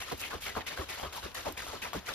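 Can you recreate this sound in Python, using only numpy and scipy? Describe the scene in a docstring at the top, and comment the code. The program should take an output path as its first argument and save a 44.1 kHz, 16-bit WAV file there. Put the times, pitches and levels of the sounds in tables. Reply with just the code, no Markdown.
"""A plastic shaker bottle, half full of thick drink, is shaken hard by hand, heard close by indoors in widened
stereo. From the start the drink splashes on lid and walls (clumped droplets and bubbles ringing in bands) over
quiet room noise. Soon it slaps the bottom with a falling glug (a gliding, foamy tone), and low thuds follow as
it lands (a short low sine). Later a loose part begins to knock on the plastic (ringing modes and a noise
crack); all go on almost to the end."""
import sys
import numpy as np
from scipy import signal
from scipy.fft import rfft, irfft, next_fast_len
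from scipy.io import wavfile
from scipy.ndimage import uniform_filter1d

SR = 44100
rng = np.random.default_rng(int(sys.argv[2]) if len(sys.argv) > 2 else 0)


def invert_db(level):
    """Linear amplitude ratio for a level in decibels (20 dB per decade), elementwise."""
    return 10 ** (np.asarray(level, dtype=float) / 20)


def int16_out(signal):
    """Quantize to a 16-bit WAV file."""
    q = np.round(np.clip(np.atleast_2d(signal).T, -1, 1) * 32767)
    wavfile.write(sys.argv[1], SR, q.astype(np.int16))


N = 94770

# Levels in the tables are relative mix settings.
# Room noise colour: f/Hz, level/dB
ROOM_COLOUR = [(70, 2.5), (160, -13.5), (1000, -9.5), (15000, -32)]
ROOM_DB = -51.5

# Low thuds as the drink lands on the bottom: t/s, level/dB
THUDS = [(0.137, -41), (0.349, -38.5), (0.459, -47), (0.574, -43), (0.79, -36), (1.032, -41), (1.065, -41),
         (1.238, -41), (1.386, -47), (1.468, -40.5), (1.688, -46.5), (1.958, -42)]
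THUD_HZ, THUD_RISE_S = 70.5, 0.0084

# Knocks of the loose part: t/s, level/dB, treble crack against it/dB
KNOCKS = [(0.608, -28.5, -27), (0.776, -26, -20), (0.998, -25.5, -19), (1.035, -28, -31),
          (1.349, -29.5, -25), (1.523, -49, 14.5), (1.667, -31.5, -8), (1.932, -25.5, -11)]
# Modes of the plastic wall: f/Hz, level/dB, time to fall 60 dB/s
WALL_MODES = [(693, -1.5, 0.017), (1086, -2, 0.018), (1880, 1.5, 0.0051), (3200, -2.5, 0.0068)]
CRACK_HZ, CRACK_T60_S = 6000, 0.018

# Slaps on the bottom: t/s, level/dB, length/s, pitch fall/(octaves per s)
SLAPS = [(0.113, -32, 0.029, 48.7), (0.334, -38.5, 0.033, 55), (0.563, -34, 0.032, 58.7),
         (0.78, -41.5, 0.061, 33.7), (1.028, -36.5, 0.018, 83), (1.249, -43.5, 0.038, 53),
         (1.45, -35.5, 0.055, 24), (1.728, -42.5, 0.037, 54), (1.944, -35.5, 0.046, 58.7)]
SLAP_ABOVE_HZ, SLAP_END_HZ = 617.8, 107.2  # the tone starts this far above the pitch it falls towards
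SLAP_RISE_SHARE = 0.28  # part of the length until the swell peaks
SLAP_WAVER_OCTAVES, SLAP_FOAM_DB = 0.27, 5.5

# Splashes: t/s, level/dB, 1 kHz side against it/dB, 12 kHz side against it/dB, hold/s, air pocket f/Hz
SPLASHES = [(0.0004, -30, -2.5, -19, 0.0083, 2420), (0.0653, -32.5, -10, -23, 0.053, 1300),
            (0.17, -43, -53, -8.5, 0.03, 2750), (0.1913, -39.5, -20, -2.5, 0.011, 2320),
            (0.203, -28.5, -11, -54, 0.035, 3200), (0.243, -42, 3, -9.5, 0.019, 2800),
            (0.298, -34, -1.5, -20, 0.019, 1500), (0.322, -35.5, 5, -25, 0.015, 1300),
            (0.4037, -47, -42, -3.5, 0.024, 2330), (0.418, -36, -18, -8.5, 0.0087, 2610),
            (0.447, -33, -0.5, -19, 0.041, 2480), (0.545, -31.5, -6.5, -29, 0.02, 1340),
            (0.563, -36.5, 11.5, -26, 0.0064, 1200), (0.607, -32, -4.5, -38, 0.009, 3000),
            (0.6627, -27, -11, -20, 0.0071, 2370), (0.695, -35.5, -1, -25, 0.035, 2290),
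            (0.758, -33, -3, -22, 0.057, 1570), (0.881, -33, -2.5, -16, 0.054, 2450),
            (0.96, -35.5, -4.5, -21, 0.061, 1040), (1.023, -34.5, 3, -25, 0.029, 1380),
            (1.119, -35, -5, -17.5, 0.06, 1170), (1.218, -35, -5, -22.5, 0.045, 1450),
            (1.341, -32.5, -8, -10.5, 0.0058, 1950), (1.352, -34.5, -0.5, -21, 0.046, 1990),
            (1.4464, -35, 1.5, -18.5, 0.036, 990), (1.566, -32.5, -7, -18, 0.029, 2290),
            (1.6165, -36, 3.5, -14, 0.0067, 1800), (1.659, -36.5, -5.5, -19, 0.073, 1200),
            (1.74, -39.5, -0.5, -22, 0.021, 1300), (1.814, -30, -5.5, -17.5, 0.017, 2420),
            (1.841, -30, -3.5, -64, 0.017, 1160), (1.926, -31.5, -5, -22, 0.034, 1280),
            (2.053, -32.5, -23, -19, 0.041, 2240), (2.071, -34, 1, -22.5, 0.034, 1540),
            (2.129, -33.5, -35, -17.5, 0.014, 3700)]
# Where the low, middle and high level settings of a splash apply: f/Hz
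SPLASH_KNOTS_HZ = [900, 2300, 12000]
# Colour common to all splashes: f/Hz, level/dB
SPLASH_COLOUR = [(200, -22.5), (500, -5), (2300, -7), (3500, 3), (5500, 6), (8000, 13), (15500, 8.5)]
# Fade after the hold: f/Hz, fade/(dB per s)
SPLASH_FADE = [(1000, 492), (3000, 121), (12000, 237)]
# Hushes of the sloshing while the drink is in flight: start t/s, end t/s, level/dB
HUSHES = [(0.387, 0.403, -6), (0.622, 0.659, -16), (1.32, 1.345, -15), (1.518, 1.563, -4.5),
          (1.999, 2.046, -8)]
SPLASH_ATTACK_S, SWELL_SHARE = 0.0023, 0.16  # the rise lasts the attack plus this share of the hold
STAGGER_S = 0.004  # latest extra delay of a band
POCKET_DB, POCKET_OCTAVES, POCKET_FALL_PER_S = 10, 0.24, 5  # peak height, width, octaves fallen per s
DROPS_PER_S, DROP_CYCLES = 2000, 8.5  # rate per band at 4 kHz; cycles to fall 60 dB
DROP_SPREAD_DB, CLUMP_DB, PATCH_DB = 1.6, 2, 2.6  # from drop to drop, over all bands, within one band
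BUBBLES_PER_S, BUBBLE_CYCLES = 70, 30  # rate per resonance; cycles for each of its two stages to fall 60 dB
BUBBLE_DB, BUBBLE_TOP_HZ = 2, 4800  # level against the drops in the bass; where it is halved

# Phase between the channels, left ahead of right: f/Hz, phase/rad
PHASE_APART = [(0, 0), (700, 1.4), (1400, 0), (2400, 1), (4500, -1.5), (7700, -3.05), (9100, -3.25),
               (11700, -6.15), (13500, -6.45), (15700, -9.4)]
# Likeness of the left and right channels: f/Hz, likeness (1 = same sound)
SHARED = [(50, .8), (600, .5), (1450, .75), (3200, .15), (5500, .2), (8100, .995), (10500, .88),
          (12500, .997), (15000, .75)]
# Balance, left minus right: f/Hz, level/dB
TILT = [(300, 0), (1200, 3.5), (4000, 2), (8000, 0)]
TOP_HZ = 16000


def rms_one(x):
    """Scale to rms 1."""
    return x / np.sqrt(np.mean(x ** 2) + 1e-20)


def at_hz(points, hz):
    """Read a table on a log-frequency axis."""
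    table_hz, value = np.transpose(points)
    return np.interp(np.log(hz), np.log(table_hz), value)


def drift(rate):
    """Random wander of rms 1: noise smoothed by two equal low-passes at a rate in Hz."""
    every = 20  # samples between points of the curve
    pole = np.exp(-2 * np.pi * rate * every / SR)
    noise = rng.standard_normal(N // every + 502)
    slow = signal.lfilter([1], [1, -2 * pole, pole * pole], noise)[500:]
    return np.interp(np.arange(N) / every, np.arange(len(slow)), rms_one(slow))


def ring(clicks, hz, t60):
    """A unit click sets off a decaying sine that starts from height 1."""
    pole, turn = invert_db(-60 / (t60 * SR)), 2 * np.pi * hz / SR
    return signal.lfilter([0, np.sin(turn)], [1, -2 * pole * np.cos(turn), pole * pole], clicks + 1e-18)


def add(out, s, sound):
    """Mix a sound in at a time in seconds."""
    i = int(max(s, 0) * SR)
    out[i:i + len(sound)] += sound[:N - i]


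def room_tone():
    """Steady quiet noise of the room, coloured by its table and thinned out below 45 Hz."""
    hz = np.arange(N // 2 + 1) * SR / N + 1
    colour = invert_db(at_hz(ROOM_COLOUR, hz)) * hz ** 4 / (hz ** 4 + 45 ** 4)
    noise = irfft(rfft(rng.standard_normal(N)) * colour, N)
    return invert_db(ROOM_DB) * rms_one(noise)


def thuds():
    """Each landing of the drink on the bottom gives a soft low swing of a cycle or two."""
    out, t = np.zeros(N), np.arange(SR // 8) / SR
    x = t / THUD_RISE_S
    swing = x * np.exp(1 - x) * np.sin(2 * np.pi * THUD_HZ * t)
    for s, db in THUDS:
        add(out, s, invert_db(db) * swing)
    return out


def knocks():
    """Each knock rings the wall's short modes, unevenly excited, and cracks as a burst of treble noise."""
    s, db, crack_db = np.transpose(KNOCKS)
    out, at = np.zeros(N), (s * SR).astype(int)
    for hz, level_db, t60 in WALL_MODES:
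        clicks = np.zeros(N)
        uneven_db = rng.normal(0, 4.43, len(s))
        clicks[at] = invert_db(db + level_db - 6 + uneven_db) * rng.choice([-1, 1], len(s))
        out += ring(clicks, hz, t60)
    clicks = np.zeros(N)
    clicks[at] = invert_db(db + crack_db)
    decay = signal.lfilter([1], [1, -invert_db(-60 / (CRACK_T60_S * SR))], clicks + 1e-18)
    high_pass = signal.butter(2, CRACK_HZ, "high", fs=SR, output="sos")
    return out + signal.sosfilt(high_pass, decay * rng.standard_normal(N))


def slaps():
    """The air pocket under the landing drink sounds a wavering tone that falls fast, roughened by foam."""
    out, waver = np.zeros(N), drift(105.7)
    foam = rms_one(signal.lfilter([1], [1, -.97], rng.standard_normal(N)))
    for s, db, length, fall in SLAPS:
        t = np.arange(int(3 * length * SR)) / SR
        i = int(s * SR)
        part = slice(i, i + len(t))
        pitch = SLAP_END_HZ + SLAP_ABOVE_HZ * 2 ** (-fall * t)
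        pitch = pitch * 2 ** (SLAP_WAVER_OCTAVES * waver[part])
        tone = np.sin(2 * np.pi * np.cumsum(pitch) / SR)
        foamy = tone * (1 + invert_db(SLAP_FOAM_DB) * np.tanh(foam[part]))
        x = t / (SLAP_RISE_SHARE * length)
        add(out, s, invert_db(db) * x * np.exp(1 - x) * foamy)
    return out


def bubble(clicks, hz):
    """A click rings the same resonance twice over: it swells softly and stays narrow."""
    return ring(ring(clicks, hz, BUBBLE_CYCLES / hz), hz, BUBBLE_CYCLES / hz)


def splashes():
    """Clumped droplets ring briefly, bubbles longer; every splash rises, holds and fades in each band."""
    step = np.arange(0, N / SR + .001, .001)  # envelope times in s
    s, db, low_db, high_db, hold, pocket_hz = np.transpose(SPLASHES)[:, :, None]
    age, clump, out = step - s, drift(57), 0
    hush = invert_db(sum(depth_db * (step > start) * (step < end) for start, end, depth_db in HUSHES))
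    hush = uniform_filter1d(hush, size=5)
    for hz in np.geomspace(200, 15500, num=28):
        delay = STAGGER_S * rng.random(s.shape) ** 2
        rise = np.clip((age - delay) / (SPLASH_ATTACK_S + SWELL_SHARE * hold), 0, 1) ** 2
        side = np.interp(np.log(hz), np.log(SPLASH_KNOTS_HZ), [-1, 0, 1])  # -1 low, 1 high
        peak_db = db + low_db * max(-side, 0) + high_db * max(side, 0) + at_hz(SPLASH_COLOUR, hz)
        # the falling pitch of the air pocket lifts the bands it passes
        off = (np.log2(hz / pocket_hz) + POCKET_FALL_PER_S * np.maximum(age, 0)) / POCKET_OCTAVES
        peak_db = peak_db + POCKET_DB * np.exp(-.5 * off ** 2)
        fade_db = at_hz(SPLASH_FADE, hz) * np.maximum(age - hold, 0)
        power = rise * invert_db(2 * (peak_db - fade_db))
        level = np.interp(np.arange(N) / SR, step, hush * np.sqrt(power.sum(axis=0)))

        drops = (rng.random(N) < DROPS_PER_S * np.sqrt(hz / 4000) / SR) * rng.standard_normal(N)
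        spread_db = DROP_SPREAD_DB * np.minimum(rng.exponential(1, N), 4)
        drops *= invert_db(spread_db + CLUMP_DB * clump + PATCH_DB * drift(40))
        unit = 1 / np.sqrt(np.mean(ring(drops, hz, DROP_CYCLES / hz) ** 2))
        out = out + ring(drops * level * unit, hz, DROP_CYCLES / hz)

        for near_hz in hz * 2 ** np.array([-1 / 18, 1 / 18]):
            born = (rng.random(N) < BUBBLES_PER_S / SR) * rng.standard_normal(N)
            unit = invert_db(BUBBLE_DB) / np.sqrt(2 * np.mean(bubble(born, near_hz) ** 2))
            unit = unit / (1 + (hz / BUBBLE_TOP_HZ) ** 2)  # weaker in the treble
            out = out + bubble(born * level * unit, near_hz)
    return out / 8.5


def widen(common, apart):
    """Left and right share a common sound, turned apart in phase, plus a part that differs between them."""
    size = next_fast_len(N + 2048)
    hz = np.arange(size // 2 + 1) * SR / size + 1
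    shared, sign = at_hz(SHARED, hz), np.array([[.5], [-.5]])  # left, right
    same = np.sqrt((1 + shared) / 2) * rfft(common, size)
    differing = 2 * sign * np.sqrt((1 - shared) / 2) * rfft(apart, size)
    phase = np.exp(1j * sign * np.interp(hz, *np.transpose(PHASE_APART)))
    balance = invert_db(sign * at_hz(TILT, hz))
    return irfft((same + differing) * phase * balance, size)[:, :N]


def scene():
    """Liquid and room tone are drawn twice to widen the stereo; the solid sounds shift between left and right."""
    solid = thuds() + knocks()
    common = room_tone() + slaps() + splashes() + solid
    apart = room_tone() + slaps() + splashes() + solid * drift(0.99)
    return widen(common, apart)


def top_cut(x):
    """Nothing passes above the cut-off."""
    return signal.sosfilt(signal.butter(12, 15770, fs=SR, output="sos"), x)


def record(dry):
    """A steep low-pass takes off the extreme top of the mix."""
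    low_pass = signal.cheby2(14, 60, TOP_HZ, fs=SR, output="sos")
    mix = signal.sosfilt(low_pass, dry)
    return top_cut(mix)


dry = scene()
out = record(dry)
int16_out(out)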